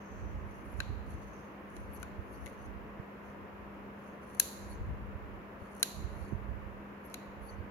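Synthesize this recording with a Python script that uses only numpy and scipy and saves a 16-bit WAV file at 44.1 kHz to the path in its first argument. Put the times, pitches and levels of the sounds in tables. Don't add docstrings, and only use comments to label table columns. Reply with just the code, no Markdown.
import sys
import numpy as np
from scipy import signal
from scipy.fft import rfft, irfft, next_fast_len
from scipy.io import wavfile
from scipy.ndimage import map_coordinates

SR = 44100
rng = np.random.default_rng(int(sys.argv[2]) if len(sys.argv) > 2 else 0)


def unload_audio(sound):
    columns = np.transpose(np.atleast_2d(sound))
    steps = np.round(np.clip(columns, -1, 1) * 32767)
    wavfile.write(sys.argv[1], SR, steps.astype(np.int16))


N = 339570
TIME = np.arange(N) / SR


def from_db(db):
    return 10 ** (np.asarray(db) / 20)


def unit_rms(x):
    return x / np.sqrt(np.mean(x ** 2) + 1e-30)


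def panned(pan_db):
    return unit_rms(from_db(np.array([[pan_db], [-pan_db]]) / 2))


def eq_curve(points, size):
    hz, *columns = np.transpose(points)
    log_bins = np.log(np.maximum(np.fft.rfftfreq(size, 1 / SR), 1))
    return np.array([np.interp(log_bins, np.log(hz), column) for column in columns])


def equalise(x, db):
    size = 2 * (db.shape[-1] - 1)
    cepstrum = irfft(np.log(from_db(db)))
    cepstrum[..., 1:size // 2] *= 2
    cepstrum[..., size // 2 + 1:] = 0
    return irfft(rfft(x, size) * np.exp(rfft(cepstrum)))[..., :x.shape[-1]]


def noise(eq):
    size = next_fast_len(N, True)
    white = rfft(rng.standard_normal((2, size)))
    return unit_rms(irfft(white * from_db(eq_curve(eq, size)), size)[:, :N])


def drift(rate):
    knots = rng.standard_normal(int(N / SR * rate) + 4)
    return unit_rms(map_coordinates(knots, [TIME * rate], order=3, mode="nearest"))


def resonate(x, hz, width_hz):
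    r = np.exp(-np.pi * width_hz / SR)
    poles = [1, -2 * r * np.cos(2 * np.pi * hz / SR), r * r]
    return unit_rms((1 - r * r) * signal.lfilter([1, 0, -1], poles, x))


def ring(t, hz, t60, rise):
    t = np.maximum(t, 0)
    return np.sin(2 * np.pi * hz * t) * (1 - np.exp(-t / rise)) * np.exp(-np.log(1000) * t / t60)


def add(track, s, sound):
    start = round(s * SR)
    sound, start = sound[:, max(-start, 0):], max(start, 0)
    track[:, start:start + sound.shape[-1]] += sound[:, :N - start]


# (frequency [Hz], left gain [dB], right gain [dB])
HISS_EQ = [(2036, -13.5, -5), (3950, 0, -3.5), (5000, -5.5, -1), (7300, -12.5, -4), (8240, -17.5, -14.5),
           (9800, -6.5, -15), (11400, -4, -2), (13300, -4.5, -6.5), (16000, -7.5, -7.5)]


def hiss(level_db=-74.5):
    return from_db(level_db) * noise(HISS_EQ)


# (frequency [Hz], gain [dB])
FAN_EQ = [(20, -43), (35, -13.5), (60, -4), (120, -8), (170, -4), (300, -4), (540, -6), (800, -12.5),
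          (1000, -9), (1400, -15), (1800, -16.5), (2750, -25), (3700, -42.5), (6000, -73)]
# (frequency [Hz], side minus mid [dB])
FAN_WIDTH = [(60, -12), (110, -14.5), (200, -14.5), (380, -7.5), (700, -4), (1290, 0.5), (2380, -1),
             (4400, 3), (8120, -2), (15000, -0.5)]
# (frequency [Hz], pan [dB])
FAN_PAN = [(60, -1), (110, 0), (200, -4), (380, 2), (700, 1.0), (1290, 1), (2380, -1), (4400, -11.5),
           (8120, -1), (15000, 0.5)]


def fan(air_db=-50.5, hum_hz=201.6, hum_db=-54.5, waver_db=1.0, wander_radians=0.18):
    size = next_fast_len(N, True)
    mid, side = rfft(from_db(air_db) * noise(FAN_EQ), size)
    side = side * from_db(eq_curve(FAN_WIDTH, size))
    polarity = np.array([[1], [-1]])
    balance = from_db(polarity * eq_curve(FAN_PAN, size) / 2)
    air = irfft((mid + polarity * side) * balance, size)[:, :N]
    hum = np.sqrt(2) * np.sin(2 * np.pi * hum_hz * TIME + wander_radians * drift(8))
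    return air + from_db(hum_db + waver_db * drift(6.5)) * hum * panned(1.5)


# (frequency [Hz], gain [dB])
RUMBLE_EQ = [(15, -30.5), (30, -18.5), (55, 3), (85, -1.5), (130, -9.5), (200, -17.5), (400, -30.5),
             (900, -73.5)]
# (start [s], hold [s], level [dB], pan [dB])
DRAUGHT_GUSTS = [(0.16, 0.27, -41.5, -6), (0.50, 0.42, -49, -23), (0.80, 0.2, -42, -9),
                 (1.04, 0.24, -50, 4), (1.76, 0.39, -48.5, -1), (2.3, 0.36, -53.5, 3),
                 (2.64, 0.088, -44, -10), (3.27, 0.56, -59, 0.5), (4.63, .15, -47, -6.5),
                 (4.81, 0.22, -42, 4), (5.14, 0.19, -47.5, -9), (5.97, 0.7, -43.5, -13),
                 (7.3, 0.45, -51.5, -16)]
# (time [s], level [dB], pitch [Hz], pan [dB])
EDDIES = [(0.90, -31, 90, -10), (1.148, -35, 78.4, 18), (2.195, -30.5, 74.6, -24), (3, -31, 129, -20),
          (4.817, -27.5, 69.6, 32), (5.158, -32.5, 74.4, -16), (5.624, -38.5, 86.5, 22),
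          (6.05, -30, 70, -23), (6.325, -27.5, 273, -24), (6.334, -25, 125, -16), (6.354, -27, 74.3, -23),
          (7.606, -32, 78.6, -24)]


def draught(calm_db=-66, attack_s=.04, release_s=.099, lumpy_db=2.0):
    power = from_db(calm_db) ** 2
    for s, hold_s, db, pan_db in DRAUGHT_GUSTS:
        gust = np.exp(np.minimum(TIME - s, 0) / attack_s - np.maximum(TIME - s - hold_s, 0) / release_s)
        power = power + (from_db(db) * panned(pan_db) * gust) ** 2
    wind = noise(RUMBLE_EQ) * np.sqrt(power) * from_db(lumpy_db * drift(25))
    for s, db, hz, pan_db in EDDIES:
        cycles = np.arange(-1, 1, hz / SR)
        thump = np.sin(2 * np.pi * cycles) * np.exp(-(cycles / .5) ** 2)
        add(wind, s - 1 / hz, from_db(db) * thump * panned(pan_db))
    return wind


# (frequency [Hz], left gain [dB], right gain [dB])
ROOM_EQ = [(498.6, -1, -3.5), (2000, 6.5, 2), (3400, 3.5, 6), (4210, 3.5, 6.5), (5050, 2, 6.5),
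           (6500, -8, 0), (7280, -2.5, 6.5), (8080, 3, 0), (9460, -2, -4.5), (11000, -2.5, -2.5),
           (13370, 4.5, 2.5)]
# (frequency [Hz], t60 [s])
ROOM_DECAY = [(510, 0.55), (2010, 0.29), (4010, 0.82), (7010, .74), (11010, 0.55), (15900, 0.44)]


def room(send, size=2 ** 15, wet_db=-14.5, first_wall_s=0.0033):
    t = np.arange(size) / SR
    white, tail = rfft(rng.standard_normal((2, size))), 0
    centres = [hz for hz, _ in ROOM_DECAY]
    for share, (_, t60) in zip(np.eye(len(centres)), ROOM_DECAY):
        band = irfft(white * eq_curve(np.column_stack([centres, share]), size))
        tail = tail + band * np.exp(-np.log(1000) * t / t60)
    build_up = 1 - np.exp(-(t / first_wall_s) ** 2)
    tail = equalise(unit_rms(tail * build_up) / np.sqrt(size), eq_curve(ROOM_EQ, size))
    return from_db(wet_db) * signal.fftconvolve(send, tail, axes=1)[:, :N]


# (time [s], half length [s], low rasp [dB], high rasp [dB])
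BLADE_SLIDES = [(0.116, 0.2, -75, -97), (0.554, 0.053, -76.5, -75), (1.32, 0.14, -75, -79),
                (1.797, 0.063, -77.5, -72), (2.435, 0.12, -78, -73), (2.628, 0.045, -75.5, -73.5),
                (3.29, .04, -82, -81), (4.07, .066, -82, -79), (4.643, 0.017, -67, -65)]
# (opening time [s], opening half length [s], opening rasp [dB],
# opening squeak [dB], squeeze length [s], final squeeze rasp [dB], catch squeak [dB])
HAND_MOVES = [ (1.115, .026, -66, -71, .17, -67, -68), (2.341, 0.022, -70, -67, .14, -67.5, -54),
              (4.718, .026, -67, -59.5, 0.2, -66.5, -72.5), (6.233, 0.082, -71.5, -71.5, 0.25, -66, -75.5),
              (7.48, 0.041, -70, -65, 0.12, -67.5, -61.5), ]


def rasp_envelopes(squeeze_db_per_s=49, attack_s=.03, low_trim_db=-3):
    power, slides = np.zeros((2, N)), list(BLADE_SLIDES)
    for (s, *_), (open_s, half_s, open_db, _, squeeze_s, squeeze_db, _) in zip(BITES, HAND_MOVES):
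        t = np.arange(-squeeze_s, 0, 1 / SR)
        grip = from_db(squeeze_db + squeeze_db_per_s * t) * np.minimum((t + squeeze_s) / attack_s, 1)
        add(power, s - squeeze_s, (from_db([[low_trim_db], [0]]) * grip) ** 2)
        slides.append((open_s, half_s, open_db + low_trim_db, open_db))
    for s, half_s, *levels_db in slides:
        t = np.arange(-3 * half_s, 3 * half_s, 1 / SR)
        add(power, s + t[0], from_db(levels_db)[:, None] ** 2 * np.exp(-(t / half_s) ** 2))
    return np.sqrt(power)


def steel(slips, modes, shift_db=2.5, shifts_per_s=11):
    body = 0
    for k, (hz, width_hz, db) in enumerate(modes):
        feed = np.sqrt(width_hz) * from_db(db + shift_db * drift(shifts_per_s))
        body = body + (-1) ** k * feed * resonate(slips, hz, width_hz)
    return unit_rms(body)


# (frequency [Hz], bandwidth [Hz], gain [dB])
LOW_MODES = [(4460, 290, -6), (5500, 100, -5), (6100, 210, -3), (6440, 170, -4.5), (6900, 750, -10.5)]
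HIGH_MODES = [(9200, 170, -3), (9500, 150, -4), (9980, 420, -2.5), (10950, 260, -7.5), (11230, 180, -4),
              (12700, 1700, -17.5)]


def pivot_rasp(slips_per_s=2000, judder_db=2.0):
    slips = (rng.random(N) < slips_per_s / SR) * from_db(judder_db * drift(56))
    slips = slips * rng.standard_normal((2, N)) + 1e-18
    low, high = rasp_envelopes()
    return low * steel(slips, LOW_MODES) * panned(-6) + high * steel(slips, HIGH_MODES) * panned(10)


# (pitch [Hz], level against its low rasp [dB], pan [dB])
SLIDE_NOTES = [(6490, -2.5, -5.5), (5956, -5, -5), (5460, -8, -3)]
# (pitch [Hz], gain [dB], delay [opening half lengths], length [share of the opening], pan [dB])
OPENING_NOTES = [(11160, -2, -0.15, 0.77, 8), (4500, -3, 0.23, 0.36, 9), (6150, -7.5, .9, .5, -12)]


def squeak_cues(slide_width=.012, pivot_width=.026, detune=.012, catch_lead_s=.08, catch_hz=11320):
    cues = [(s, half_s, hz, slide_width, low_db + db, pan_db)
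            for s, half_s, low_db, _ in BLADE_SLIDES for hz, db, pan_db in SLIDE_NOTES]
    for (s, *_), (open_s, half_s, _, squeak_db, _, _, catch_db) in zip(BITES, HAND_MOVES):
        cues.append((s - catch_lead_s, .011, catch_hz, pivot_width, catch_db, 14))
        for hz, db, delay, length, pan_db in OPENING_NOTES:
            pitch = hz * (1 + detune * rng.standard_normal())
            cues.append((open_s + delay * half_s, length * half_s, pitch, pivot_width,
                         squeak_db + db, pan_db))
    return cues


def squeaks(size=2 ** 15, falter_db=4.0, falters_per_s=14):
    track, t = np.zeros((2, N)), (np.arange(size) - size / 2) / SR
    for s, half_s, hz, width, db, pan_db in squeak_cues():
        slips = rng.standard_normal((2, size))
        tone = resonate(resonate(slips, hz, width * hz), hz, width * hz)
        knots = rng.uniform(-1, 1, size=64)
        falter = from_db(falter_db * np.interp((t - t[0]) * falters_per_s, np.arange(len(knots)), knots))
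        swell = np.exp(-.5 * (t / half_s) ** 2)
        add(track, s + t[0], from_db(db) * unit_rms(falter) * tone * swell * panned(pan_db))
    return track


# (time [s], level [dB], knock pitch [Hz], knock level [dB], pan [dB])
HANDLING_BUMPS = [(1.7663, -56.5, 1470, -55, -4), (2.4608, -52.5, 2210, -42, 7),
                  (2.466, -58, 2050, -37, -1), (2.476, -61, 2200, -44, 1)]


def bump_cues(tilt_db_per_octave=-5.5, jaw_trim_db=-11.5):
    return [(s, db, tilt_db_per_octave, knock_db, hz, db + jaw_trim_db, pan_db)
            for s, db, hz, knock_db, pan_db in HANDLING_BUMPS]


# (time [s], level [dB])
BRIGHT_TICKS = [(0.783, -73), (1.7006, -72), (2.0006, -64), (2.485, -68), (2.499, -67), (4.348, -58.5),
                (4.3963, -37.5), (5.7504, -63), (5.798, -58), (7.0996, -65.5), (7.1415, -47)]


def tick_cues(tilt_db_per_octave=3, ring_trim_db=-13.5, knock_hz=1610, pan_db=2):
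    return [(s, db, tilt_db_per_octave, db + ring_trim_db, knock_hz, db + ring_trim_db, pan_db)
            for s, db in BRIGHT_TICKS]


# (frequency [Hz], left gain [dB], right gain [dB])
CRACK_EQ = [(250, -24, -26), (1100, -27, -26), (1600, -13, -11), (2100, -15, -13.5), (2650, -7, -7),
            (3400, -14, -13), (4300, -7, -8), (5100, -18, -17), (6300, -5, 0), (7100, -9, -3),
            (8100, -21, -26), (9400, -2, -12), (11200, 3, -6), (13200, -12, -18), (15500, -24, -30)]
# (pitch [Hz], t60 [s], gain [dB], pan [dB])
JAW_MODES = [(4000, .016, 0, -16), (4270, .011, -6, 3)]
# (time [s], crack level [dB], tilt [dB/octave],
# knock level [dB], knock pitch [Hz], jaw ring [dB], pan [dB])
BITES = [ (0.8031, -38, -9, -23, 1577, -24, 2), (2.0293, -48, -4, -33, 1460, -56, 6),
         (4.3985, -19.6, 2.1, -25, 1620, -16.8, 0), (5.8290, -24, -0.6, -22, 1600, -14.5, 0),
         (7.1425, -43, -6, -38.5, 1540, -30.5, 4), ]


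def cracks(cues, size=2048, right_lag_s=0.000094, overtone_ratio=1.68, jaw_send_db=-23.0):
    close, send = np.zeros((2, N)), np.zeros((1, N))
    t = np.arange(size) / SR - np.array([[0], [right_lag_s]])
    bin_hz = np.fft.rfftfreq(size, 1 / SR)
    octaves = np.log2(np.maximum(bin_hz, 1600) / 8000)
    port_eq = eq_curve(CRACK_EQ, size)
    mean_eq = 10 * np.log10(np.mean(from_db(port_eq) ** 2, axis=0))
    jaw_peak = unit_rms(1 / (1 + ((bin_hz - 4040) / 210) ** 2))
    splinter_envelope = np.maximum(t, 0) ** .5 * np.exp(-t / .0014)
    first_break = np.diff(t >= 0, prepend=False) * np.array([[.95], [.5]])
    level_samples = .01 * SR
    for s, crack_db, tilt, knock_db, knock_hz, jaw_db, pan_db in cues:
        splinters = rng.standard_normal((2, size)) * splinter_envelope
        force = first_break + splinters / np.linalg.norm(splinters, axis=1, keepdims=True)
        force /= np.linalg.norm(force, axis=1, keepdims=True)
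        gain = from_db(crack_db) * np.sqrt(level_samples / size)
        crack = gain * unit_rms(equalise(force, port_eq + tilt * octaves))
        fundamental = ring(t, knock_hz, t60=.023, rise=.0012)
        overtone = from_db(-12) * ring(t, overtone_ratio * knock_hz, t60=.015, rise=.00067)
        knock = from_db(knock_db) * (fundamental + overtone) * panned(6.5)
        jaws = sum(from_db(jaw_db + db) * ring(t, hz, t60, rise=.001) * panned(lean_db)
                   for hz, t60, db, lean_db in JAW_MODES)
        add(close, s, (crack + knock + jaws) * panned(pan_db))
        blend = from_db(crack_db) * unit_rms(from_db(mean_eq + tilt * octaves))
        energy = (blend ** 2 + (from_db(jaw_db + jaw_send_db) * jaw_peak) ** 2) * level_samples
        add(send, s, equalise(signal.unit_impulse(size)[None], 10 * np.log10(energy)))
    return close, send


def scene(friction_send_db=-2.5):
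    hits, hit_send = cracks(BITES + tick_cues() + bump_cues())
    friction = pivot_rasp() + squeaks()
    reverb = room(hit_send + from_db(friction_send_db) * friction.mean(axis=0))
    return hits + friction + reverb + fan() + draught() + hiss()


def record(dry):
    faded = dry * np.minimum(TIME / .003, 1)
    high_cut = signal.ellip(10, .1, 80, 15800, fs=SR, output="sos")
    return signal.sosfilt(high_cut, faded)


dry = scene()
out = record(dry)
unload_audio(out)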